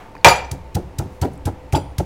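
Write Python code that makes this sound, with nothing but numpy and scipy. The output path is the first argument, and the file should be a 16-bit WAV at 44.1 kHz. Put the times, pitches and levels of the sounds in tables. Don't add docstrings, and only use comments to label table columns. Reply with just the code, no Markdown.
import sys
import numpy as np
from scipy import signal
from scipy.fft import rfft, irfft, next_fast_len
from scipy.io import wavfile

SR = 44100
rng = np.random.default_rng(int(sys.argv[2]) if len(sys.argv) > 2 else 0)


def gain_from_db(level_db):
    decades = np.asarray(level_db, float) / 20
    return 10 ** decades


def to_wav(sig):
    pcm = np.clip(np.atleast_2d(sig), -1, 1) * 32767
    pcm = np.round(pcm).astype(np.int16)
    wavfile.write(sys.argv[1], SR, pcm.T)


N = 90404
T = np.arange(SR // 2) / SR
WET_DB = -17.5

# [Hz, dB]
SALT_SPECTRUM = [(710, -48), (1200, -5.5), (3470, -0.5), (4130, -0.5), (6100, 3), (11000, -3), (15500, -9),
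                 (16600, -20)]


def unit(x):
    return x / np.sqrt(np.mean(x ** 2) + 1e-20)


def along(points, hz):
    f, v = np.transpose(points)
    return np.interp(np.log(hz + 1), np.log(f + 1), v)


def filtered(x, response):
    m = next_fast_len(len(x) + 8192)
    return irfft(rfft(x, m) * response(np.fft.rfftfreq(m, 1 / SR)), m)[:len(x)]


def hiss(spectrum, size):
    return unit(filtered(rng.standard_normal(size), lambda hz: gain_from_db(along(spectrum, hz))))


def resonances(peaks):
    def response(f):
        total = 0
        for k, (hz, width_hz, db) in enumerate(peaks):
            damping = 1j * f * width_hz
            total = total + (-1) ** k * gain_from_db(db) * damping / (hz * hz - f * f + damping)
        return total
    return response


def ringing(modes, spread_db):
    out = np.zeros(len(T))
    for hz, db, t60_s in modes:
        decay = gain_from_db(db + spread_db * rng.standard_normal() - 60 * T / t60_s)
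        wander_rad = np.cumsum(0.035 * rng.standard_normal(len(T)))
        out += decay * np.sin(2 * np.pi * (hz * T + rng.random()) + wander_rad)
    return out


def room(x, wet_db):
    # [Hz, s]
    kitchen = [(60, 0.77), (300, 0.5), (1000, 0.49), (4000, 0.4), (12000, 0.29)]
    hz, t, z = signal.stft(rng.standard_normal(SR // 2), SR, nperseg=512)
    decay = gain_from_db(-60 * t / along(kitchen, hz)[:, None])
    tail = signal.istft(z * decay, SR, nperseg=512)[1]
    delayed = np.pad(x, (180, 0))
    wet = signal.fftconvolve(delayed, tail / np.linalg.norm(tail))
    return np.pad(x, (0, len(wet) - len(x))) + gain_from_db(wet_db) * wet


def add(track, s, x):
    part = track[max(round(s * SR), 0):][:len(x)]
    part += x[:len(part)]


def air():
    # [Hz, dB]
    air_spectrum = [(25, 7.5), (65, 5), (225, -3.5), (330, -2.5), (900, -6.5), (1500, -17.5), (2200, -16.5),
                    (3200, -24.5), (16000, -42.5)]
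    # [Hz, dB]
    hum_lines = [(59, -45.5), (285, -53.5), (506, -51.5), (894, -53.5)]
    # [s, dB, s]
    rustles = [(1.142, -61.5, .06), (1.34, -59.5, 0.03)]
    t = np.arange(N) / SR
    out = gain_from_db(-42) * hiss(air_spectrum, N)
    for hz, db in hum_lines:
        line = filtered(rng.standard_normal(N), resonances([(hz, 3.5, 0)]))
        out += gain_from_db(db) * unit(line)
    echo_spectrum = [(200, -20.0), (800, 2.0), (2200, -9.5), (5000, -26), (14000, -33.5)]
    out += gain_from_db(-41 - 60 * t / 0.5) * hiss(echo_spectrum, N)
    swell = sum(gain_from_db(db) * np.exp(-((t - s) / spread_s) ** 2) for s, db, spread_s in rustles)
    return out + swell * hiss([(1500, -20), (5000, 1.5), (15000, -4.5)], N)


def ticks():
    # [s, dB, Hz, cycles]
    clicks = [(.118, -46, 9640, 3), (0.1518, -22.5, 930, 1.9), (0.152, -41, 4590, 6),
              (0.1535, -38, 2440, 10), (0.166, -23, 1770, 1.4), (0.171, -55, 4450, 13),
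              (0.18, -44, 4730, 13), (.195, -55.5, 4600, 23), (0.213, -48, 4340, 17),
              (.228, -57.5, 4620, 12), (1.039, -60, 10500, 60), (1.336, -35, 9800, 3.6),
              (1.356, -51, 9600, 9.2), (1.3766, -45.5, 7900, 14), (1.3768, -46.5, 10000, 12),
              (1.379, -56, 13000, 15), (1.4925, -57, 10600, 30), (1.7254, -16, 2420, 2.2),
              (1.98, -34, 4000, 1.6), (.767, -19, 821, 6.9), (1.7472, -7, 877, 2.6), (1.7507, -4.5, 845, 3),
              (1.248, -15.5, 752, 1.1), (1.2495, -28, 1300, 2.9), (1.224, -28, 4470, 8),
              (1.229, -31, 4640, 12), (1.2345, -29, 3100, 6)]
    out = np.zeros(N)
    t = T[:8192]
    for s, db, hz, cycles in clicks:
        wander_rad = np.cumsum(0.048 * rng.standard_normal(len(t)))
        envelope = np.exp(-t * hz / cycles) * (1 - np.exp(-t * hz / 0.6))
        click = np.sin(2 * np.pi * hz * t + wander_rad) * envelope
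        add(out, s, gain_from_db(db) * room(click, WET_DB))
    return out


def bottles():
    # f/Hz, level/dB, t60/s [Hz, dB, s]
    small = [(5964, 2, .09), (5916, -12, 0.2), (7919, -8, 0.12), (6300, -9, 0.1)]
    cruet = [(8748, -7, .1), (12910, -3, .15), (14600, -8, .04), (15320, -4, .14), (12400, -10, .14)]
    tall = [(3074, -9, .1), (4344, -12, .22), (4716, 2, .11), (5012, -14, .22), (6907, -4, .15),
            (7020, -10, .18), (7171, -10, .2)]
    jar = [(3900, -6, 0.037), (4800, 0.5, .045), (5300, -13, .03), (5880, -7, .04), (7250, 0, 0.036),
           (7870, -13, 0.099), (9500, -24.5, 0.39), (9750, -4.5, .03), (10900, -16, 0.044),
           (12920, -17, 0.087), (15380, -13, .06)]
    lid = [(3000, 5, 0.036), (3216, 9, .03), (3340, 8, .03)]
    cruet_late = [(9631, -2, .12), (10050, -8, .08), (10800, 0, .18), (8100, -6, .08)]
    # t/s, level/dB [s, dB]; cruet_late_clinks start the cruet's later modes
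    small_clinks = [(0.2565, -28), (0.2693, -17), (0.2824, -21), (0.357, -33), (0.446, -46)]
    cruet_clinks = [(.2745, -26.5), (.288, -30), (.335, -45.5)]
    tall_clinks = [(.2825, -13), (.2995, -25), (.352, -36)]
    jar_clinks = [(1.753, -28), (1.758, -29.5), (1.766, -34), (1.772, -34.5), (1.786, -45), (1.8, -52)]
    lid_clinks = [(1.7467, -37), (1.7501, -31), (1.753, -37), (1.7582, -43)]
    cruet_late_clinks = [(.2875, -29.5), (.305, -30.5)]
    # [Hz, dB]
    chatter = [(1200, -20.5), (2500, 2), (6000, -5.5), (15000, -35.5)]
    vessels = ((small, small_clinks), (cruet, cruet_clinks), (tall, tall_clinks),
               (jar, jar_clinks), (lid, lid_clinks), (cruet_late, cruet_late_clinks))
    onset = 1 - np.exp(-T / 0.00072)
    out = np.zeros(N)
    for modes, clinks in vessels:
        for s, db in clinks:
            touch = gain_from_db(-0.5 - 60 * T / 0.04) * hiss(chatter, len(T))
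            clink = (ringing(modes, spread_db=-0.6) + touch) * onset
            add(out, s, gain_from_db(db) * room(clink, wet_db=-15))
    return out


def rocking():
    # [s, dB, s, dB per octave]
    rocks = [(0.521, -37, 0.035, -9), (0.756, -29.5, 0.027, -3), (0.765, -25.5, 0.014, -8),
             (0.784, -33, 0.018, -5.5), (0.994, -28, 0.027, -1.5), (1.017, -37.5, 0.068, -11.5),
             (1.219, -24.5, 0.035, -1), (1.247, -24.5, 0.031, -8), (1.271, -61, 0.019, -22.5),
             (1.462, -24.5, 0.026, -3), (1.729, -32, 0.0074, 3.5), (1.736, -19.5, 0.0067, -1.5),
             (1.751, -23, 0.0098, -1.5), (1.76, -23.5, 0.027, 1.5), (1.991, -23, 0.016, -2.5),
             (2.005, -25, 0.0078, -5.5)]
    # [Hz, Hz, dB]
    board = [(176, 33.5, -1.5), (281.4, 47, 2.5), (350.7, 53, 6), (479, 88, 0.5), (552, 64, 2.5),
             (700, 145, 1), (838, 111, 3), (973, 91, -5), (1300, 200, -10.5)]
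    out = np.zeros(N)
    for s, db, length_s, tilt_db in rocks:
        sparse = rng.standard_normal(len(T)) * (rng.random(len(T)) < 0.06)
        contacts = sparse * np.exp(-(T / length_s) ** 2)
        tilted = [(hz, width_hz, g + tilt_db * np.log2(hz / 500)) for hz, width_hz, g in board]
        ring = filtered(contacts, resonances(tilted))
        add(out, s, gain_from_db(db + 10) * room(ring / np.abs(ring).max(), wet_db=-14))
    return out


def bang():
    # [Hz, dB]
    stone = [(100, -48.5), (250, -25), (450, -6.5), (805, -3), (2400, -8.5), (3620, -15.5), (7000, -22),
             (16000, -43.5)]
    # [Hz, dB, s]
    bowl = [(375, -13, 0.14), (506, -14, .2), (562, -5, 0.2), (632, -10, .15), (715, -6, .16),
            (769, -3, 0.13), (833, -4, .16), (881, -6, 0.12), (934, -4, 0.15), (1026, -8, 0.08),
            (1220, -12, 0.13), (1970, -14, .12)]
    # [Hz, dB, s]
    rim = [(2370, 3, .04), (3100, -14, .1), (2000, -10, .15)]
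    # [s, dB, ratio]
    bounces = [
        (.2457, 3, 0.79),
        (.2615, -0.5, 0.26),
        (.2715, -4, 0.36),
        (.281, 0, 0.25),
        (.294, -14.5, 1.2),
        (.311, -13, .7),
        (.320, -23, 1.),
    ]
    bowl_db, settle_s, settle_db = -8.5, 0.2895, -13.5
    dry = np.zeros(N)
    for s, db, share in bounces:
        ring = ringing([(hz, g, share * t60_s) for hz, g, t60_s in bowl], spread_db=2.0)
        if s < settle_s:
            ring = ring * gain_from_db(settle_db * np.clip((T + s - settle_s) / 0.0017, 0, 1))
        add(dry, s, gain_from_db(bowl_db + db) * ring * np.clip(T / 0.00063, 0, 1))
    rattle = 0.38 * hiss(stone, len(T)) * (gain_from_db(-60 * T / 0.18) + gain_from_db(3.5 - 60 * T / 0.012))
    strike = rattle + gain_from_db(bowl_db) * ringing(rim, spread_db=6.5)
    add(dry, 0.2457, strike * np.clip(T / 0.0003, 0, 1))
    return gain_from_db(9) * room(dry, wet_db=-14)[:N]


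def cracks():
    # [s, dB]
    crystals = [(0.5168, -26.5), (0.515, -22), (.7505, -22.5), (.753, -18.5), (0.7545, -29.5), (0.986, -29),
                (0.99, -32), (1.2154, -30), (1.217, -20.5), (1.2248, -32.5), (1.23, -36.5), (1.244, -35),
                (1.252, -34), (1.4537, -34), (1.4561, -31.5), (1.4631, -39.5), (1.468, -34),
                (1.4792, -34.5), (1.726, -38), (1.73, -30.5), (.153, -45), (.168, -51), (1.7569, -33),
                (1.7655, -33.5), (1.774, -39), (1.9832, -19), (1.985, -21)]
    out = np.zeros(N)
    decay = gain_from_db(-60 * T[:2048] / 0.005)
    for s, db in crystals:
        add(out, s, gain_from_db(db - 1.5) * room(hiss(SALT_SPECTRUM, 2048) * decay, WET_DB))
    return out


def counter_thump():
    # [Hz, ratio, s]
    counter = [(57, -.1, .24), (64, -.05, .9), (95, .49, .105), (135, .48, .108), (182, -.47, .03),
               (185, .42, .22), (364, -1., .03)]
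    push_s = 0.0094
    push = np.gradient(np.sin(np.pi * np.clip(T / push_s, 0, 1)) ** 2)
    ring = sum(g * np.sin(2 * np.pi * hz * T) * gain_from_db(-60 * T / t60_s) for hz, g, t60_s in counter)
    thump = signal.fftconvolve(push, ring)[:len(T)]
    return thump / np.abs(thump).max()


def blows():
    # [s, dB, dB, s, dB]
    pestle_blows = [
        (0.261, -7.5, -32, 0.0012, -2.5),
        (0.5137, -17, -23.5, 0.0046, -0.5),
        (0.749, -11.5, -24.5, 0.0086, -3),
        (0.986, -11.5, -22, 0.0056, -1.5),
        (1.2155, -10.5, -32, 0.0046, 12),
        (1.4556, -12, -31, 0.0054, 9),
        (1.7286, -7.5, -32, 0.0094, 10),
        (1.9839, -9.5, -28, 0.0056, 7),
    ]
    out = np.zeros(N)
    thump = counter_thump()
    for s, thump_db, crunch_db, length_s, grind_db in pestle_blows:
        add(out, s, gain_from_db(thump_db) * room(thump, wet_db=-13.0))
        steps = np.repeat(rng.standard_normal(len(T) // 20 + 1), 20)[:len(T)]
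        grains = unit(gain_from_db(1.7 * steps) * hiss(SALT_SPECTRUM, len(T)))
        landing = (T / length_s * np.exp(1 - T / length_s)) ** 5.8
        grind = gain_from_db(-7.5 + grind_db - 60 * T / 0.12) * np.clip(T / 0.002, 0, 1)
        crunch = room(grains * (landing + grind), WET_DB)
        add(out, s - 0.69 * length_s + 0.00083, gain_from_db(crunch_db - 6.5) * crunch)
    return out


def scene():
    return (air() + ticks() + bottles() + rocking() + bang() + cracks() + blows())[None]


def band_limit(x):
    return signal.sosfilt(signal.butter(12, 20000, fs=SR, output="sos"), x)


def record(dry):
    ceiling, knee, top_hz = 1.02, 20.0, 15950
    clipped = dry / (1 + np.abs(dry / ceiling) ** knee) ** (1 / knee)

    def top_cut(hz):
        return np.where(hz < top_hz, 1, gain_from_db(-12.5 - 6 * (hz - top_hz) / 1000))

    mix = filtered(clipped[0], top_cut)[None]
    return band_limit(mix)


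dry = scene()
out = record(dry)
to_wav(out)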